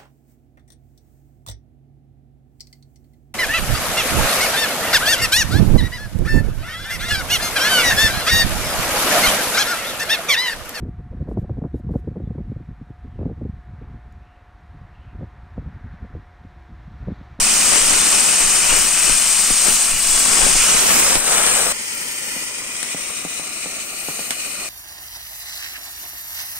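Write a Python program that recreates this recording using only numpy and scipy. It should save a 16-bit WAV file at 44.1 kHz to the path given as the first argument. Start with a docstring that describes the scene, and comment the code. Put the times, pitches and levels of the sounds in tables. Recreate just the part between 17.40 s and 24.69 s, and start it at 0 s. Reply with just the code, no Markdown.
"""A gas torch cuts a steel rail outdoors, a step away. Its oxygen jet hisses and crackles, sparks fizz,
the cut rasps, and the gas roars in surges as it blows through slag. The jet swings rightward and is shut
off; the softer heating flame hisses on. Slag and flame pop throughout. Rails and ground add close echoes,
and a light draught buffets the microphone during the cut."""
import sys
import numpy as np
from scipy import signal
from scipy.fft import rfft, irfft, next_fast_len
from scipy.io import wavfile
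from scipy.ndimage import uniform_filter1d, map_coordinates

SR = 44100
rng = np.random.default_rng(int(sys.argv[2]) if len(sys.argv) > 2 else 0)


def wav_record(signal):
    """Record a signal, one row per channel, as 16-bit PCM in the file named by sys.argv[1]."""
    frames = np.transpose(np.atleast_2d(signal))
    bounded = np.clip(frames, -1, 1)
    # unit amplitude maps onto the largest positive 16-bit level
    quanta = np.round(bounded * 32767).astype(np.int16)
    wavfile.write(sys.argv[1], SR, quanta)


N = 321489
TIME_S = np.arange(N) / SR

# Levels are relative; each source adds its own trim.
# torch aim (time [s], left port lag [ms], roar left-right [dB], hiss left-right [dB])
AIM = [(0, 0.02, 16, -5), (2.0, 0.011, 13, -1.5), (3.15, 0, 18, -4), (3.5, 0.057, 11.5, -8.5),
       (3.8, 0.072, -1, -1.5), (4.3, 0.11, 2.5, -1.5), (4.5, 0.16, 6, -1), (5.1, 0.13, 0, -0.5),
       (5.7, 0.074, 0, 0.5), (6.4, 0.1, 0, -1), (7.29, 0.078, 0, -1.5)]
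# oxygen jet hiss (time [s], level [dB])
JET_LEVEL = [(0, -13.5), (0.5, -12.5), (0.9, -14), (2.1, -14), (2.85, -13.5), (3.25, -12.5), (3.45, -14.5),
             (3.7, -14), (4.3, -16)]
# jet falters (centre [s], length [s], hiss change [dB], roar and rasp change [dB])
FALTERS = [(1.524, 0.1, -1.5, -1.5), (2.55, 0.17, -4, 4), (3.82, 0.088, -5.5, -5), (4.294, 0.07, -2, -1)]
# rail reflections (left delay [ms], left gain, right delay [ms], right gain)
RAIL_ECHOES = [(2.2, -0.077, 1.81, -0.13), (0.805, -0.0068, 1.73, 0.26)]
# reflection of the jet sweeping along the rail (time [s], delay [ms], gain)
SWEEP_ECHO = [(3.35, 0.39, -0.0079), (3.6, 0.63, -0.22), (3.92, 1.0, -0.37), (4.15, 1.05, -0.29),
              (4.32, 1.33, -0.37)]
# spark flares (peak [s], length [s], level [dB])
FLARES = [(0.202, 0.15, -33), (1.42, 0.12, -30), (2.3, 0.16, -25), (2.72, 0.27, -28), (3.245, 0.06, -22),
          (3.55, 0.33, -20.5)]
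# slag in the jet's path, thinning then building up (time [s], roar [dB], rasp [dB])
SLAG = [(0, -37, -25.5), (0.7, -32.5, -25), (1.35, -34, -22.5), (1.9, -46, -24.5), (2.62, -45.5, -29.5),
        (2.95, -29, -30.5), (3.24, -43, -19), (3.42, -31, -28), (3.52, -24.5, -26), (4.05, -27, -22),
        (4.3, -29, -26)]
# jet blowing through slag lumps (peak [s], length [s], roar [dB], rasp [dB])
SURGES = [(0.338, 0.12, -29, -47), (0.533, 0.099, -30.5, -33), (1.326, 0.15, -30.5, -23),
          (1.55, 0.22, -50, -28), (1.685, 0.093, -34.5, -40), (2.282, 0.076, -29, -39),
          (3.04, 0.15, -31, -32), (3.206, 0.074, -50, -21), (3.33, 0.17, -30, -32)]
# draught gusts (peak [s], length [s], level [dB])
GUSTS = [(0.0, 0.055, -26), (0.142, 0.13, -42), (0.317, 0.036, -35), (0.465, 0.18, -33), (0.58, 0.071, -34),
         (1.053, 0.077, -31.5), (1.32, 0.07, -27), (1.4, 0.13, -33), (1.715, 0.1, -30.5),
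         (2.117, 0.032, -29), (2.324, 0.05, -30), (2.539, 0.054, -27), (2.72, 0.11, -30),
         (2.93, 0.036, -31), (3.04, 0.06, -24.5), (3.17, 0.11, -28), (3.36, 0.082, -37), (3.776, 0.04, -30)]
# slag and flame pops (time [s], thump [dB], crack [dB], left-right [dB])
POPS = [(0.335, -15, -30, 10), (0.505, -14, -28, 11), (1.328, -11, -24, 1), (1.696, -14, -28, 7),
        (2.104, -12.5, -17, 6), (2.283, -12, -26, 12), (3.065, -13, -28, 17), (3.152, -15, -30, 7),
        (3.754, -12.5, -13, -22), (4.065, -18, -6, 2), (4.963, -17.5, -40, -3), (5.429, -22, -12.5, 4),
        (5.546, -13, -30, -2), (5.850, -13.5, -25, -2), (5.9958, -17, -31, -3), (6.259, -17, -29, -3),
        (6.685, -12, -32, -2), (6.792, -15.5, -38, -2), (6.907, -17, -9, -1)]
# modes a pop rings between the rails (frequency [Hz], t60 [s], level [dB])
POP_MODES = [(166, 0.075, -5), (237, 0.034, -1), (400, 0.013, -5), (590, 0.022, -5), (970, 0.014, -9)]
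# heating flame (time [s], hiss [dB], nozzle sizzle [dB])
FLAME_LEVELS = [(4.37, -22, -40), (4.55, -22, -32.5), (4.98, -21.5, -33), (5.15, -23, -42),
                (5.45, -22, -40), (6.25, -23, -41), (6.7, -23, -30), (7.27, -22.5, -36)]
# flame spectrum (frequency [Hz], left density [dB], right density [dB])
FLAME_SPECTRUM = [(30, -6, -8), (110, -11.5, -10.5), (222, -2, -3.5), (400, -6.5, -3.5), (610, -2, -3),
                  (1010, -3.5, 2.8), (1280, 3, 3), (1720, -3, 1), (1980, 4, 6), (2450, 5.5, 4),
                  (2870, 2, 1), (3340, -2, -5.7), (4320, -0.5, -1), (5240, -2, 0.5), (6530, -1.5, 1.5),
                  (8620, -4.5, -4.5), (10300, -14, -18), (12500, -22, -17), (15500, -17, -17.5)]
# response of the hollow between the rails at ratio 1, per port (frequency [Hz], gain [dB])
HOLLOW_LEFT = [(610, 1.5), (781, -11), (951, 0.5), (1270, -6), (1380, -0.5), (1570, -6), (1750, -1.5),
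               (2120, 1.5), (2400, 0.5), (2650, -3), (3000, -4.5), (3250, -0.5), (3650, 1), (4000, -7.5),
               (4400, 2.5)]
HOLLOW_RIGHT = [(500, 2), (681, -9.5), (831, -1), (1050, -3), (1180, -8.5), (1380, -2.5), (1500, -5),
                (1720, 0), (2020, 2), (2420, -1.5), (2650, 0), (2990, 6.5), (3250, 7), (3600, -3),
                (3950, 2.5), (4200, -7), (4400, 1.5)]
# climb of its resonances (time [s], left frequency ratio, right frequency ratio)
HOLLOW_CLIMB = [(4.4, 0.94, 1.03), (5.0, 0.98, 0.96), (5.5, 1.21, 1.11), (6.0, 1.2, 1.26),
                (6.6, 1.26, 1.39), (7.29, 1.2, 1.34)]
# source spectra (frequency [Hz], density [dB])
JET_SPECTRUM = [(60, -42), (200, -6.5), (430, -14.5), (900, -7), (1280, -6), (1700, -10.5), (2550, -6.5),
                (3600, -7), (5000, -3), (5800, -0.5), (7500, 0.5), (9200, -3), (10500, -14.5), (12500, -28),
                (15500, -34)]
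CRACKLE_SPECTRUM = [(500, -7), (1500, -2), (3000, -1), (4500, -4), (6000, 1), (8000, -24), (11000, -15),
                    (15000, -20)]
FIZZ_SPECTRUM = [(3000, -34), (8000, -3.5), (11000, 6.5), (13000, 5), (15500, 4)]
RASP_SPECTRUM = [(900, -21.5), (1270, -5.5), (1700, -6), (2150, -3.5), (2500, 2.5), (2720, -2.5),
                 (2950, 3.5), (3400, -19), (5000, -37)]
CUT_ROAR_SPECTRUM = [(50, -4), (120, -9.5), (190, 0), (450, -2), (900, -1), (1600, -1.5), (2800, -2.5),
                     (3800, -9), (8000, -5.5), (15000, -61)]
OPEN_ROAR_SPECTRUM = [(50, -8), (120, -12), (190, 2), (310, -6), (470, 5.5), (950, 3), (1600, 4),
                      (2800, -5), (3800, -1), (8000, -34), (15000, -17)]
DRAUGHT_SPECTRUM = [(5, -7), (15, 10), (26, -0.5), (50, -12), (100, -18), (200, -25.5), (600, -64)]
CRACK_SPECTRUM = [(200, -15), (600, -17), (1500, 13), (2500, 11.5), (7000, 7), (10000, 4), (15000, -13)]
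RUSH_SPECTRUM = [(30, -15), (80, -8), (170, -1), (330, -3), (700, -3), (1200, -11), (2500, -40)]
# treble ring of the left microphone port (frequency [Hz], gain [dB])
LEFT_PORT = [(1500, 1.5), (2600, 1.5), (4300, -1), (6200, 0.5), (7200, 1.5), (8100, 9.5), (8600, 13.5),
             (9050, 14.5), (9550, 9), (10500, 6.5), (12000, 6), (15000, 4.5)]


def undb(db):
    """Decibels to gain."""
    return 10 ** (np.asarray(db) / 20)


def unit(x):
    """Scale to rms 1."""
    return x / np.sqrt(np.mean(x ** 2))


def pan(db):
    """Port gains for a left-right level difference."""
    return undb(np.array([[1], [-1]]) * db / 2)


def curves(table):
    """Table columns, interpolated linearly in time."""
    times_s, *columns = np.transpose(table)
    return [np.interp(TIME_S, times_s, column) for column in columns]


def colour(x, spectrum):
    """Filter by (frequency [Hz], gain [dB]) points."""
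    hz, db = np.transpose(spectrum)
    size = next_fast_len(x.shape[-1], real=True)
    bins_hz = np.maximum(np.fft.rfftfreq(size, 1 / SR), 1)
    gain = undb(np.interp(np.log(bins_hz), np.log(hz), db))
    return irfft(rfft(x, size) * gain, size)[..., :x.shape[-1]]


def cut_filter(x, kind, hz, order=2):
    """Low- or high-pass."""
    return signal.sosfilt(signal.butter(order, hz, kind, fs=SR, output="sos"), x)


def walk(rate_hz):
    """Random wander, spread near 1."""
    steps = rng.standard_normal(N // 10)
    return np.sqrt(3 / 2) * np.interp(TIME_S * rate_hz, np.arange(len(steps)), steps)


def delay(x, ms):
    """Time-varying delay."""
    return map_coordinates(x, [np.arange(N) - ms * SR / 1000], order=3)


def swell(peak_s, length_s):
    """Bell curve of height 1."""
    return np.exp(-np.pi * ((TIME_S - peak_s) / length_s) ** 2)


def with_swells(base_db, events):
    """Level [dB] with swells (peak [s], length [s], level [dB]) added in power."""
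    swell_power = sum((undb(db) * swell(s, length_s)) ** 2 for s, length_s, db in events)
    return 10 * np.log10(undb(base_db) ** 2 + swell_power)


def eddies(grain_db, flutter_db, flutter_hz):
    """Turbulence: three independent noises sharing a fine grain and a flutter."""
    bursts = rng.standard_normal((3, N)) * undb(grain_db * walk(2500))
    return bursts * undb(flutter_db * walk(flutter_hz))


def at_ports(streams, lag_ms, direct):
    """Stream 0 arrives direct, right port first; the other two are scatter off rails and ground."""
    straight = np.array([delay(streams[0], lag_ms), streams[0]])
    return np.sqrt(direct) * straight + np.sqrt(1 - direct) * streams[1:]


def cutting_levels(spark_base_db=-27.5):
    """Hiss, sparks, roar and rasp [dB] as the jet surges through slag and falters."""
    slag_roar_db, slag_rasp_db = curves(SLAG)
    hiss_falter_db = sum(db * swell(s, length_s) for s, length_s, db, _ in FALTERS)
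    slag_falter_db = sum(db * swell(s, length_s) for s, length_s, _, db in FALTERS)
    hiss_db = curves(JET_LEVEL)[0] + hiss_falter_db
    spark_db = with_swells(spark_base_db, FLARES) + hiss_falter_db / 2
    roar_db = with_swells(slag_roar_db, [(s, length_s, db) for s, length_s, db, _ in SURGES])
    rasp_db = with_swells(slag_rasp_db, [(s, length_s, db) for s, length_s, _, db in SURGES])
    return hiss_db, spark_db, roar_db + slag_falter_db, rasp_db + slag_falter_db


def jet(level_db, lag_ms):
    """Oxygen jet: turbulent hiss with droplets crackling in it."""
    gas = at_ports(eddies(grain_db=-0.3, flutter_db=0.3, flutter_hz=90), lag_ms, direct=0.9)
    hiss = unit(colour(gas, JET_SPECTRUM)) + undb(-19.5) * crackle(lag_ms)
    echoed = ground_echoes(rail_echoes(hiss), gain=0.77, tremor_ms=0.072, farthest_s=0.007)
    return unit(echoed) * undb(level_db - 4)


def crackle(lag_ms, rate_hz=330, spread_db=7.5):
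    """Slag droplets burst in lone clicks, mostly small."""
    bursts = rng.random(N) < rate_hz / SR
    size_db = spread_db * np.minimum(rng.exponential(size=N), 5)
    clicks = bursts * undb(size_db) * rng.choice([-1, 1], N)
    pair = np.array([delay(clicks, lag_ms), clicks])
    return unit(colour(pair, CRACKLE_SPECTRUM))


def rail_echoes(pair, tremor_ms=0.026, tremor_hz=3.2, flap_ms=0.03, flap_hz=35):
    """Reflections comb the hiss; the comb wavers with the hand and slides as the flapping jet sweeps."""
    out = pair.copy()
    for row in RAIL_ECHOES:
        for side, (ms, gain) in enumerate((row[:2], row[2:])):
            out[side] += gain * delay(pair[side], ms + tremor_ms * walk(tremor_hz))
    sweep_ms, sweep_gain = curves(SWEEP_ECHO)
    mirrored = np.array([delay(port, sweep_ms + flap_ms * walk(flap_hz)) for port in out])
    return (out + sweep_gain * mirrored) / np.sqrt(1 + sweep_gain ** 2)


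def ground_echoes(pair, gain, tremor_ms, farthest_s, nearest_s=0.0015, tremor_hz=2.2, groups=3, count=10):
    """Groups of stones and sleepers reflect the treble; each group's delay wanders with hand tremor."""
    treble = cut_filter(pair, "high", hz=1700)
    out = pair.copy()
    for side in (0, 1):
        for _ in range(groups):
            signs = rng.choice([-1, 1], count)
            delays_s = rng.uniform(nearest_s, farthest_s, count)
            taps = np.zeros(SR // 20)
            taps[(SR * delays_s).astype(int)] = signs / np.sqrt(count * groups)
            echo = signal.oaconvolve(treble[side], taps)[:N]
            out[side] += gain * delay(echo, tremor_ms * walk(tremor_hz))
    return out


def sparks(level_db, lag_ms):
    """The spark spray fizzes above the hiss."""
    fizz = at_ports(eddies(grain_db=-1, flutter_db=1, flutter_hz=90), lag_ms, direct=0.058)
    return unit(colour(fizz, FIZZ_SPECTRUM)) * undb(level_db - 3.5)


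def rasp(level_db, lag_ms):
    """The narrow cut resonates as gas scrapes through."""
    scrape = at_ports(eddies(grain_db=1, flutter_db=1, flutter_hz=90), lag_ms, direct=1)
    return unit(colour(scrape, RASP_SPECTRUM)) * undb(level_db - 4.5)


def roar(level_db, lag_ms, pan_db, swing_s=(3.6, 3.9)):
    """Gas sputters through molten slag; the roar loses depth as the jet swings out of the cut."""
    sputter = at_ports(eddies(grain_db=1, flutter_db=1.9, flutter_hz=120), lag_ms, direct=0.3)
    outside = np.interp(TIME_S, swing_s, [0, 1])
    in_cut = (1 - outside) * colour(sputter, CUT_ROAR_SPECTRUM)
    in_open = outside * colour(sputter, OPEN_ROAR_SPECTRUM)
    return unit(in_cut + in_open) * undb(level_db + 3.5) * pan(pan_db)


def draught(lag_ms, base_db=-43.5, window_s=0.036):
    """Draught rumbles on the microphone ports: levelled noise, shaped by gusts."""
    air = at_ports(eddies(grain_db=-1.5, flutter_db=-0.5, flutter_hz=5.4), lag_ms, direct=0.33)
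    rumble = colour(air, DRAUGHT_SPECTRUM)
    running_rms = np.sqrt(uniform_filter1d(np.mean(rumble ** 2, axis=0), int(window_s * SR)))
    return rumble / running_rms * undb(with_swells(base_db, GUSTS) + 3) * pan(2)


def thump(t, sag=0.4, sag_s=0.0056, knock_db=4, knock_at_s=0.0013, knock_width_s=0.00032):
    """A pressure knock rings between the rails; the pitch sinks as the puff spreads."""
    warped_s = t + sag * sag_s * (1 - np.exp(-t / sag_s))
    detunes = 1 + 0.068 * rng.standard_normal(len(POP_MODES))
    ring = sum(undb(db - 60 * t / t60_s) * np.sin(2 * np.pi * hz * detune * warped_s)
               for (hz, t60_s, db), detune in zip(POP_MODES, detunes))
    knock = undb(knock_db) * np.exp(-((t - knock_at_s) / knock_width_s) ** 2)
    return cut_filter(ring - knock, "high", hz=165, order=4)  # high-pass: the microphone passes no deep bass


def pops(lag_ms, snap_s=0.0008, tail_s=0.023, tail_db=-14, rush_s=0.016, rush_db=-10):
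    """Slag and flame pop: a thump, a low rush and a sharp crack with a scattered tail."""
    out = np.zeros((2, N + SR))
    t = TIME_S[:SR // 8]
    crack_envelope = np.exp(-t / snap_s) + undb(tail_db) * np.exp(-t / tail_s)
    rush_envelope = undb(rush_db) * np.exp(-t / rush_s)
    for at_s, thump_db, crack_db, pan_db in POPS:
        body = thump(t)
        crack = unit(colour(rng.standard_normal((2, len(t))), CRACK_SPECTRUM)) * crack_envelope
        rush = unit(colour(rng.standard_normal((2, len(t))), RUSH_SPECTRUM)) * rush_envelope
        pop = undb(thump_db - 10) * (body + rush) + undb(crack_db - 2) * crack
        start = int(at_s * SR)
        out[:, start:start + len(t)] += pop * pan(pan_db)
    return np.array([delay(out[0], lag_ms), out[1, :N]])


def flame(lag_ms, split_hz=1500):
    """Heating flame: smooth hiss and nozzle sizzle; bass mostly direct, treble mostly scattered."""
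    flame_db, sizzle_db = curves(FLAME_LEVELS)
    low, high, nozzle = (at_ports(eddies(grain_db=-0.46, flutter_db=1.14, flutter_hz=54), lag_ms, direct)
                         for direct in (0.92, 0.35, 0.1))
    gas = cut_filter(low, "low", split_hz) + cut_filter(high, "high", split_hz)
    hz, *port_db = np.transpose(FLAME_SPECTRUM)
    coloured = np.array([colour(port, list(zip(hz, db))) for port, db in zip(gas, port_db)])
    hiss = unit(coloured) * undb(flame_db - 8) * pan(0.3)
    sizzle = unit(colour(nozzle, FIZZ_SPECTRUM)) * undb(sizzle_db - 8) * pan(5.2)
    return ground_echoes(hollow(hiss) + sizzle, gain=0.62, tremor_ms=0.051, farthest_s=0.005)


def hollow(pair, frame_samples=1024):
    """Resonances between the rails climb as the torch travels."""
    hz, frame_s, frames = signal.stft(pair, SR, nperseg=frame_samples)
    climb_s, *ratios = np.transpose(HOLLOW_CLIMB)
    gain_db = []
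    for ratio, response in zip(ratios, (HOLLOW_LEFT, HOLLOW_RIGHT)):
        unshifted_hz = hz[:, None] / np.interp(frame_s, climb_s, ratio)
        gain_db.append(np.interp(unshifted_hz, *np.transpose(response)))
    return signal.istft(frames * undb(gain_db), SR, nperseg=frame_samples)[1][:, :N]


def scene(oxygen_off_s=4.325, valve_s=0.0034):
    """The cutting jet until the valve snaps shut, then the bare flame; pops throughout."""
    lag_ms, roar_pan_db, hiss_pan_db = curves(AIM)
    hiss_db, spark_db, roar_db, rasp_db = cutting_levels()
    oxygen = np.clip((oxygen_off_s - TIME_S) / valve_s + 0.5, 0, 1)
    hiss = oxygen * (jet(hiss_db, lag_ms) + sparks(spark_db, lag_ms)) + (1 - oxygen) * flame(lag_ms)
    cutting = rasp(rasp_db, lag_ms) + roar(roar_db, lag_ms, roar_pan_db) + draught(lag_ms)
    return hiss * pan(hiss_pan_db) + oxygen * cutting + pops(lag_ms)


def record(dry):
    """Left port ring, clipping at full scale, steep low-pass."""
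    top_hz = 15650
    ports = np.clip([colour(dry[0], LEFT_PORT), dry[1]], -1, 1)
    return signal.sosfilt(signal.ellip(12, 0.1, 80, top_hz, fs=SR, output="sos"), ports)


dry = scene()
out = record(dry)
wav_record(out)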